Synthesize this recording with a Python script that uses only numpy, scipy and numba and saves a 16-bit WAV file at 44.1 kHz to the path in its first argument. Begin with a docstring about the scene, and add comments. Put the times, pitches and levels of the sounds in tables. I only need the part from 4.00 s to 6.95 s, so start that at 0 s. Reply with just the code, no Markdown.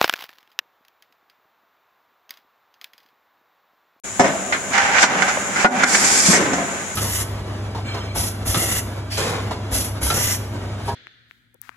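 """One stroke of a punch press forming a foil dish, close by in a noisy factory.
The clutch clunks the frame; the drive rumbles and whines. From 0.7 s the die crumples the foil,
knocks shut and open again; a limiter ducks after the hardest blows. At 1.85 s compressed air blows
the dish free. Near 2.3 s the ram stops with a thump, the valve shuts and the frame clatters.
Far machines and a whistling air leak run throughout."""
import sys
import numpy as np
from scipy import signal
from scipy.fft import rfft, irfft
from scipy.io import wavfile
from scipy.ndimage import uniform_filter1d, minimum_filter1d
from numba import njit

SR = 44100
rng = np.random.default_rng(int(sys.argv[2]) if len(sys.argv) > 2 else 0)


def materialize(psi):
    """Save the field psi as 16-bit PCM at rate SR to the path in sys.argv[1].

    A 1-D psi becomes a single channel; in a 2-D psi each row is a channel.
    """
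    bounded = np.clip(np.atleast_2d(psi).T, -1, 1)
    quanta = np.round(bounded * 32767).astype(np.int16)
    wavfile.write(sys.argv[1], SR, quanta)


N = 130095
T = np.arange(N) / SR
HZ = np.maximum(np.fft.rfftfreq(N, 1 / SR), 1)


def undb(db):
    """Decibels to gain."""
    return 10 ** (np.asarray(db) / 20)


def colour(points):
    """Gain per frequency from rows of f/Hz, level/dB."""
    hz, db = np.array(points, float).T
    return undb(np.interp(np.log(HZ), np.log(hz), db))


def curve(points):
    """Gain over time from rows of t/s, level/dB."""
    return undb(np.interp(T, *np.array(points).T))


def fade(age_s, t60_s):
    """Full level until age 0, then exponential decay."""
    return np.exp(-np.log(1000) * np.maximum(age_s, 0) / max(t60_s, .005))


def pan(db):
    """Stereo gains, left over right by db."""
    return undb(np.array([[db], [-db]]) / 2)


def lean(pair, balance):
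    """Pan each frequency by rows of f/Hz, left over right/dB."""
    return irfft(rfft(pair) * colour(balance) ** np.array([[.5], [-.5]]), N)


def spread(pair, gain):
    """Filter two unrelated signals, as mid and side, into stereo of rms 1."""
    # stereo width: f/Hz, side over mid/dB
    side_over_mid = [(30, 14), (65, 5.5), (120, -3.5), (300, -17.5), (650, -8), (1300, -0.5), (3000, -1),
                     (7000, -0.5), (9000, -0.5), (15000, 3)]
    width = colour(side_over_mid)
    shares = np.array([np.ones_like(HZ), width]) / np.hypot(1, width)
    mid, side = irfft(rfft(pair) * gain * shares, N)
    stereo = np.array([mid + side, mid - side])
    return stereo / np.sqrt(np.mean(stereo ** 2))


def noise():
    """Two unrelated white noises."""
    return rng.standard_normal((2, N))


def walk(rate_hz, size=N):
    """Smooth random wander, deviation about 0.7."""
    return 0.87 * np.interp(T[:size] * rate_hz, np.arange(4096), rng.standard_normal(4096))


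def resonances(spacing_hz, depth_db):
    """Gain per frequency of dense, irregular resonances."""
    return undb(depth_db * np.interp(HZ / spacing_hz, np.arange(4096), rng.standard_normal(4096)))


def strike(blows, modes, crack, attack_s):
    """Each blow: a brief contact chatter in four bands, plus the ringing modes of the body."""
    # centres of bass, low-mid, mid, treble: f/Hz
    bands_hz = [240, 650, 1650, 6000]
    scatter_db, rattle_depth, rattle_hz = 3, 0.43, 55
    log_centres = np.log(bands_hz)
    body = colour(crack) * resonances(45, 5.2)
    band_gains = [np.interp(np.log(HZ), log_centres, share) for share in np.eye(4)]
    bands = np.array([spread(noise(), body * gain) for gain in band_gains])
    out = np.zeros((2, N))
    for start_s, *bands_db, hold_s, t60_s, ring_db in blows:
        first = int(start_s * SR)
        age = T[:min(N - first, SR)]
        span = slice(first, first + len(age))
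        sound = np.tensordot(undb(bands_db), bands[:, :, span], 1) * fade(age - hold_s, t60_s)
        for hz, mode_db, mode_t60_s in modes:
            phase, lag, scatter = rng.uniform(-0.9, 1, 3)
            stereo_phase = np.pi * phase + np.array([[1], [-1]]) * lag * min(hz / 1600, 1.5)
            blow_db = np.interp(np.log(hz), log_centres, bands_db)
            gain = undb(blow_db + ring_db + mode_db + scatter_db * scatter)
            # loose parts make each ring waver
            sway, bend = (rattle_depth * walk(rattle_hz, len(age)) for _ in range(2))
            tone = np.sin(2 * np.pi * hz * age + stereo_phase + bend)
            sound += gain * fade(age, mode_t60_s) * (1 + sway) * tone
        out[:, span] += sound * np.minimum(age / attack_s, 1)
    return out


def die_knocks():
    """The die plates knock together and ring."""
    # t/s, bass/dB, low-mid/dB, mid/dB, treble/dB, hold/s, t60/s, ring/dB
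    knocks = [(.523, -33, -29, -13.5, -30, 0.0018, 0.19, -5),
              (.778, -31, -31, -13, -21.5, 0.0032, 0.053, -12),
              (.982, -37, -29, -8, -31, 0.0027, 0.088, -11.5),
              (1.028, -18, -8, -1.5, -10, 0.011, 0.071, -13),
              (1.22, -31, -23, -14.5, -23.5, 0.0083, 0.039, -4),
              (1.279, -49, -24.5, -21.5, -26, 0.015, 0.13, -2),
              (1.559, -70, -34, -23.5, -34, 0.0058, 0.044, 2), (1.645, 3, 4, -1.5, -22, 0.0029, 0.03, -15),
              (1.651, -1, -3, -3, -17, 0.0075, 0.075, 0.5), (1.834, -15, -14, -7, -13, 0.0092, 0.03, -4.5),
              (1.945, -40, -35, -9, -17, 0.0075, 0.05, -31)]
    # die modes: f/Hz, level/dB, t60/s
    modes = [(242.6, -12, 0.45), (254.8, -6, .4), (398, -13, 0.19), (680, -21, 0.075), (755, 4, 0.13),
             (1422, 2, 0.11), (1450, 5, 0.13), (1548, -1.5, 0.12), (1620, -6, 0.11), (1888, -2, .1),
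             (2056, 0, 0.15)]
    # contact spectrum: f/Hz, level/dB
    crack = [(30, -32), (100, -35), (170, -23), (235, 8), (400, -2), (800, 3.5), (1100, 4), (1500, 9.5),
             (2100, 11), (3000, 4.5), (4000, 1), (6000, 9), (7500, 5), (10000, -11), (16000, -23)]
    return strike(knocks, modes, crack, attack_s=0.0015) * pan(-1)


def frame_blows():
    """The clutch and later blows clunk the press frame and ring it."""
    # t/s, bass/dB, low-mid/dB, mid/dB, treble/dB, hold/s, t60/s, ring/dB
    blows = [(.194, -15, -13, -15.5, -19, 0.0068, 0.15, -0.5),
             (.24, -31, -20.5, -23, -30.5, .028, 0.23, -6), (1.368, -32, -20, -25, -45, 0.0085, 0.038, -12),
             (2.328, -29.5, -22.5, -17, -19.5, 0.035, 0.19, -2.5),
             (2.405, -24.5, -34, -32, -34, 0.014, 0.67, -16), (2.53, -31, -29, -27, -27.5, 0.0087, .15, 0),
             (2.58, -36, -28.5, -32, -45, .008, 0.089, 4.5)]
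    # frame modes: f/Hz, level/dB, t60/s
    modes = [(185, 3, 0.21), (258, -7.5, 0.47), (290, -1.5, 0.12), (400, -4.5, 0.28), (493, -12, 0.17),
             (547, -2, 0.34), (648, -17.5, 1.0), (682, -4, 0.83), (727, 5.5, 0.16), (960, -10.5, 0.42),
             (1045, 0.5, 0.12), (1170, -12.5, 0.27), (1273, -8.5, .35), (1783, -7.5, 0.23),
             (1770, -11, 0.33)]
    # contact spectrum: f/Hz, level/dB
    crack = [(30, -38), (100, -8), (150, -1.5), (190, -4), (245, -4), (310, 1), (450, -1), (560, 4),
             (740, -1.5), (880, -2.5), (1100, -0.5), (1700, 10.5), (2300, 7.5), (3000, 1.5), (4000, -1),
             (6000, 8), (7500, 4.5), (10000, -19), (16000, -24)]
    return strike(blows, modes, crack, attack_s=0.004)


def foil():
    """The sheet crinkles under the die in dense clicks, with a few bright scrapes."""
    # crumpling and sliding: t/s, level/dB
    envelope = [(.70, -39.5), (.745, -14.5), (.79, -15), (.825, -17.5), (.862, -17), (.915, -20.5),
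                (.96, -13.5), (1.01, -14), (1.045, -9.5), (1.08, -16.5), (1.15, -18.5), (1.3, -21),
                (1.4, -28), (1.53, -29.5), (1.61, -17), (1.7, -25.5), (1.8, -16.5), (1.87, -17.5),
                (2.0, -20.5), (2.3, -32), (2.6, -32), (2.9, -36.5)]
    # f/Hz, level/dB
    crinkle_spectrum = [(100, -56), (300, -22.5), (550, -9), (800, -0.5), (1100, -4.5), (1500, 2),
                        (2100, -1.5), (3000, -10), (4200, -19), (6500, -14), (9000, -37), (16000, -69)]
    # t/s, half length/s, level/dB
    scrapes = [(0.745, 0.012, -27), (1.029, 0.03, -15.5), (1.62, 0.051, -28.5)]
    # f/Hz, level/dB
    scrape_spectrum = [(1500, -30), (3000, -4), (5500, 5.5), (7300, 7), (9500, -12), (16000, -38)]
    crinkles_per_s, scatter_db = 4000, 1.5
    clicks = (rng.random((2, N)) < crinkles_per_s / SR) * np.sign(noise())
    clicks *= undb(scatter_db * np.minimum(rng.exponential(size=(2, N)), 5))
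    crinkle = spread(clicks, colour(crinkle_spectrum) * resonances(40.17, 1.95))
    crinkle *= curve(envelope) * undb(0.43 * walk(70))
    swells = sum(undb(db) * np.exp(-((T - at_s) / half_s) ** 2 / 2) for at_s, half_s, db in scrapes)
    scrape = swells * spread(noise(), colour(scrape_spectrum)) * undb(1.6 * walk(88.6))
    return crinkle * pan(-2.7) + scrape


def air_blast():
    """The jet gushes out, builds up, flutters over the dish and dies when the valve shuts."""
    # jet: f/Hz, level/dB
    spectrum = [(40, -13), (100, -14), (200, -8), (500, -10), (1200, -4.5), (2300, -2.5), (3100, -10.5),
                (4000, -7), (5000, -0.5), (6200, 0.5), (7200, 4.5), (8500, -3), (10000, -13.5),
                (11500, -9.5), (12500, -23), (14500, -11), (15800, -30)]
    # f/Hz, left over right/dB
    balance = [(60, -12), (110, -19), (200, 14), (380, 16), (700, 5), (1290, 1), (2380, -1.5), (4400, -5),
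               (8120, 1.5), (15000, -0.5)]
    open_s, rise_s, build_s, close_s, t60_s, level_db = 1.85, 0.039, 0.3, 2.325, .36, -14.5
    age = T - open_s
    pressure = np.interp(age, [0, build_s], [0.75, 1])
    flow = np.clip(age / rise_s, 0, 1) * pressure * fade(T - close_s, t60_s)
    jet = lean(spread(noise(), colour(spectrum) * resonances(60, 2.3)), balance)
    return jet * flow * undb(level_db + 1.7 * walk(60))


def ram_stop():
    """A low, heavily damped thump as the ram comes to rest."""
    stop_s, swell_s, pitch_hz, level_db = 2.284, 0.0107, 195.6, -9
    age = np.maximum(T - stop_s, 0)
    rise = age / swell_s
    envelope = rise * np.exp((1 - rise ** 2) / 2)
    thud = spread(noise(), colour([(30, -23), (100, -4), (280, 1.5), (500, -9.5), (2000, -56)]))
    return undb(level_db) * envelope * (np.sin(2 * np.pi * pitch_hz * age) + 0.6 * thud)


def drive():
    """The moving ram and gears rumble through the frame."""
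    # rumble: t/s, level/dB
    envelope = [(.18, -38.5), (.25, -20.5), (.42, -30), (.7, -30), (.76, -30), (.9, -30), (1.16, -18),
                (1.3, -29), (1.45, -28), (1.6, -28), (1.78, -23.5), (1.9, -24), (2.25, -29), (2.37, -19),
                (2.5, -24), (2.7, -27.5), (2.95, -33.5)]
    # rumble: f/Hz, level/dB
    spectrum = [(25, -26), (60, -11), (100, -10), (145, -6), (190, -1), (250, 2.5), (310, 1), (390, 0),
                (460, -3), (560, 0.5), (700, -4), (1000, -3), (2000, -5), (4000, -21), (10000, -49)]
    rumble = spread(noise(), colour(spectrum) * resonances(24.86, 3.1))
    return rumble * curve(envelope) * undb(2.0 * walk(45))


def drive_whine():
    """A rough, narrow hum near 660 Hz starts with the clutch and slowly fades."""
    start_s, pitch_hz, width_hz, level_db, t60_s = 0.193, 664, 160, -27, 2.84
    age = T - start_s
    band = 1 / (1 + (2 * (HZ - pitch_hz) / width_hz) ** 2)
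    return spread(noise(), band) * undb(level_db) * np.clip(age / .01, 0, 1) * fade(age, t60_s)


def air_leak():
    """A steady, faintly whistling hiss, a little louder while the ram is down."""
    # hiss: f/Hz, level/dB
    spectrum = [(3000, -64), (5000, -12.5), (6000, -4.5), (6500, 0.5), (7300, 0.5), (8200, -7),
                (10000, -14), (11500, -11.5), (13000, -21), (15500, -17)]
    # whistle peaks and dips: f/Hz, width/Hz, gain/dB
    peaks = [(4557, 30, 2), (6760, 50, 2.5), (6140, 40, -1.5), (6740, 40, 1), (6993, 88, 7.5),
             (7540, 19, -4.5), (7530, 40, 8)]
    # f/Hz, left over right/dB
    balance = [(60, 1.5), (110, 3.5), (200, 1.5), (380, 0.5), (700, -0.5), (1290, -1.0), (2380, -2.5),
               (4400, 0), (8120, 5), (15000, -1)]
    # t/s, gain/dB
    swell = [(.1, -1), (1.1, -0.5), (1.3, 2), (1.6, 1), (2.0, 1.5), (2.9, -1.5)]
    whistles = undb(sum(db / (1 + (2 * (HZ - hz) / width_hz) ** 2) for hz, width_hz, db in peaks))
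    hiss = spread(noise(), colour(spectrum) * whistles * resonances(50, 2.8))
    hiss *= undb(-30.5 + 0.27 * walk(25))
    return lean(hiss, balance) * curve(swell)


def far_machines():
    """The steady din of distant machines in the hall."""
    # din: f/Hz, level/dB
    spectrum = [(18, -35), (30, -7), (106, 3.5), (126, -5.5), (309, -13.5), (391, 1), (465, -24),
                (506, -8.5), (2260, -12.5), (3950, -13), (5000, -19.5), (6500, -50), (11000, -120)]
    din = spread(noise(), colour(spectrum) / np.hypot(1, (HZ / 5000) ** 3))
    return din * undb(-37.5 + walk(21)) * pan(-1.6)


def hall_echo(x):
    """Dull reverberation: convolution with a decaying noise tail."""
    # f/Hz, level/dB
    spectrum = [(60, 7), (250, 10.5), (800, 19), (2000, -8), (5000, -36), (15000, -27)]
    tail = spread(noise(), colour(spectrum)) * fade(T, t60_s=0.54) * np.clip(T / 0.039, 0, 1)
    return signal.fftconvolve(x, tail / np.sqrt(np.sum(tail ** 2) * 4), axes=1)[:, :N]


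def scene():
    """The press and its echo over the factory."""
    press = frame_blows() + die_knocks() + ram_stop() + foil()
    echo = undb(-15) * hall_echo(press)
    return press + echo + drive() + air_blast() + far_machines() + air_leak() + drive_whine()


@njit
def recover(wanted, step):
    """Gain that drops at once and creeps back up."""
    out, gain = np.empty(len(wanted)), 1.
    for i in range(len(wanted)):
        gain = min(wanted[i], gain + (1 - gain) * step)
        out[i] = gain
    return out


def limiter_gain(x):
    """Ducks when the louder channel passes the ceiling, holds, then recovers."""
    ceiling, sense_s, hold_s, release_s = 0.79, 0.00076, 0.043, 0.086
    power = uniform_filter1d((x ** 2).max(axis=0), int(sense_s * SR))
    wanted = np.minimum(1, ceiling / np.sqrt(np.abs(power) + 1e-12))
    half_hold = int(hold_s * SR / 2)
    held = minimum_filter1d(wanted, 2 * half_hold + 1, origin=half_hold)
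    released = recover(held, 1 / (release_s * SR))
    return uniform_filter1d(minimum_filter1d(released, size=65), size=65)


def record(dry):
    """Limiter, fade-in, soft clip, treble dulled above about 12 kHz, low-pass."""
    # top-end roll-off: f/Hz, gain/dB
    roll_off = [(11400, 0), (12200, -24.5), (15800, -8.5)]
    start_s, cutoff_hz = 0.036, 15800
    limited = dry * limiter_gain(dry) * np.clip((T - start_s) / 0.009, 0, 1)
    rounded = limited / (1 + limited ** 8) ** (1 / 8)
    dulled = irfft(rfft(rounded) * colour(roll_off), N)
    return signal.sosfilt(signal.ellip(8, .2, 70, cutoff_hz, fs=SR, output="sos"), dulled)


dry = scene()
out = record(dry)
materialize(out)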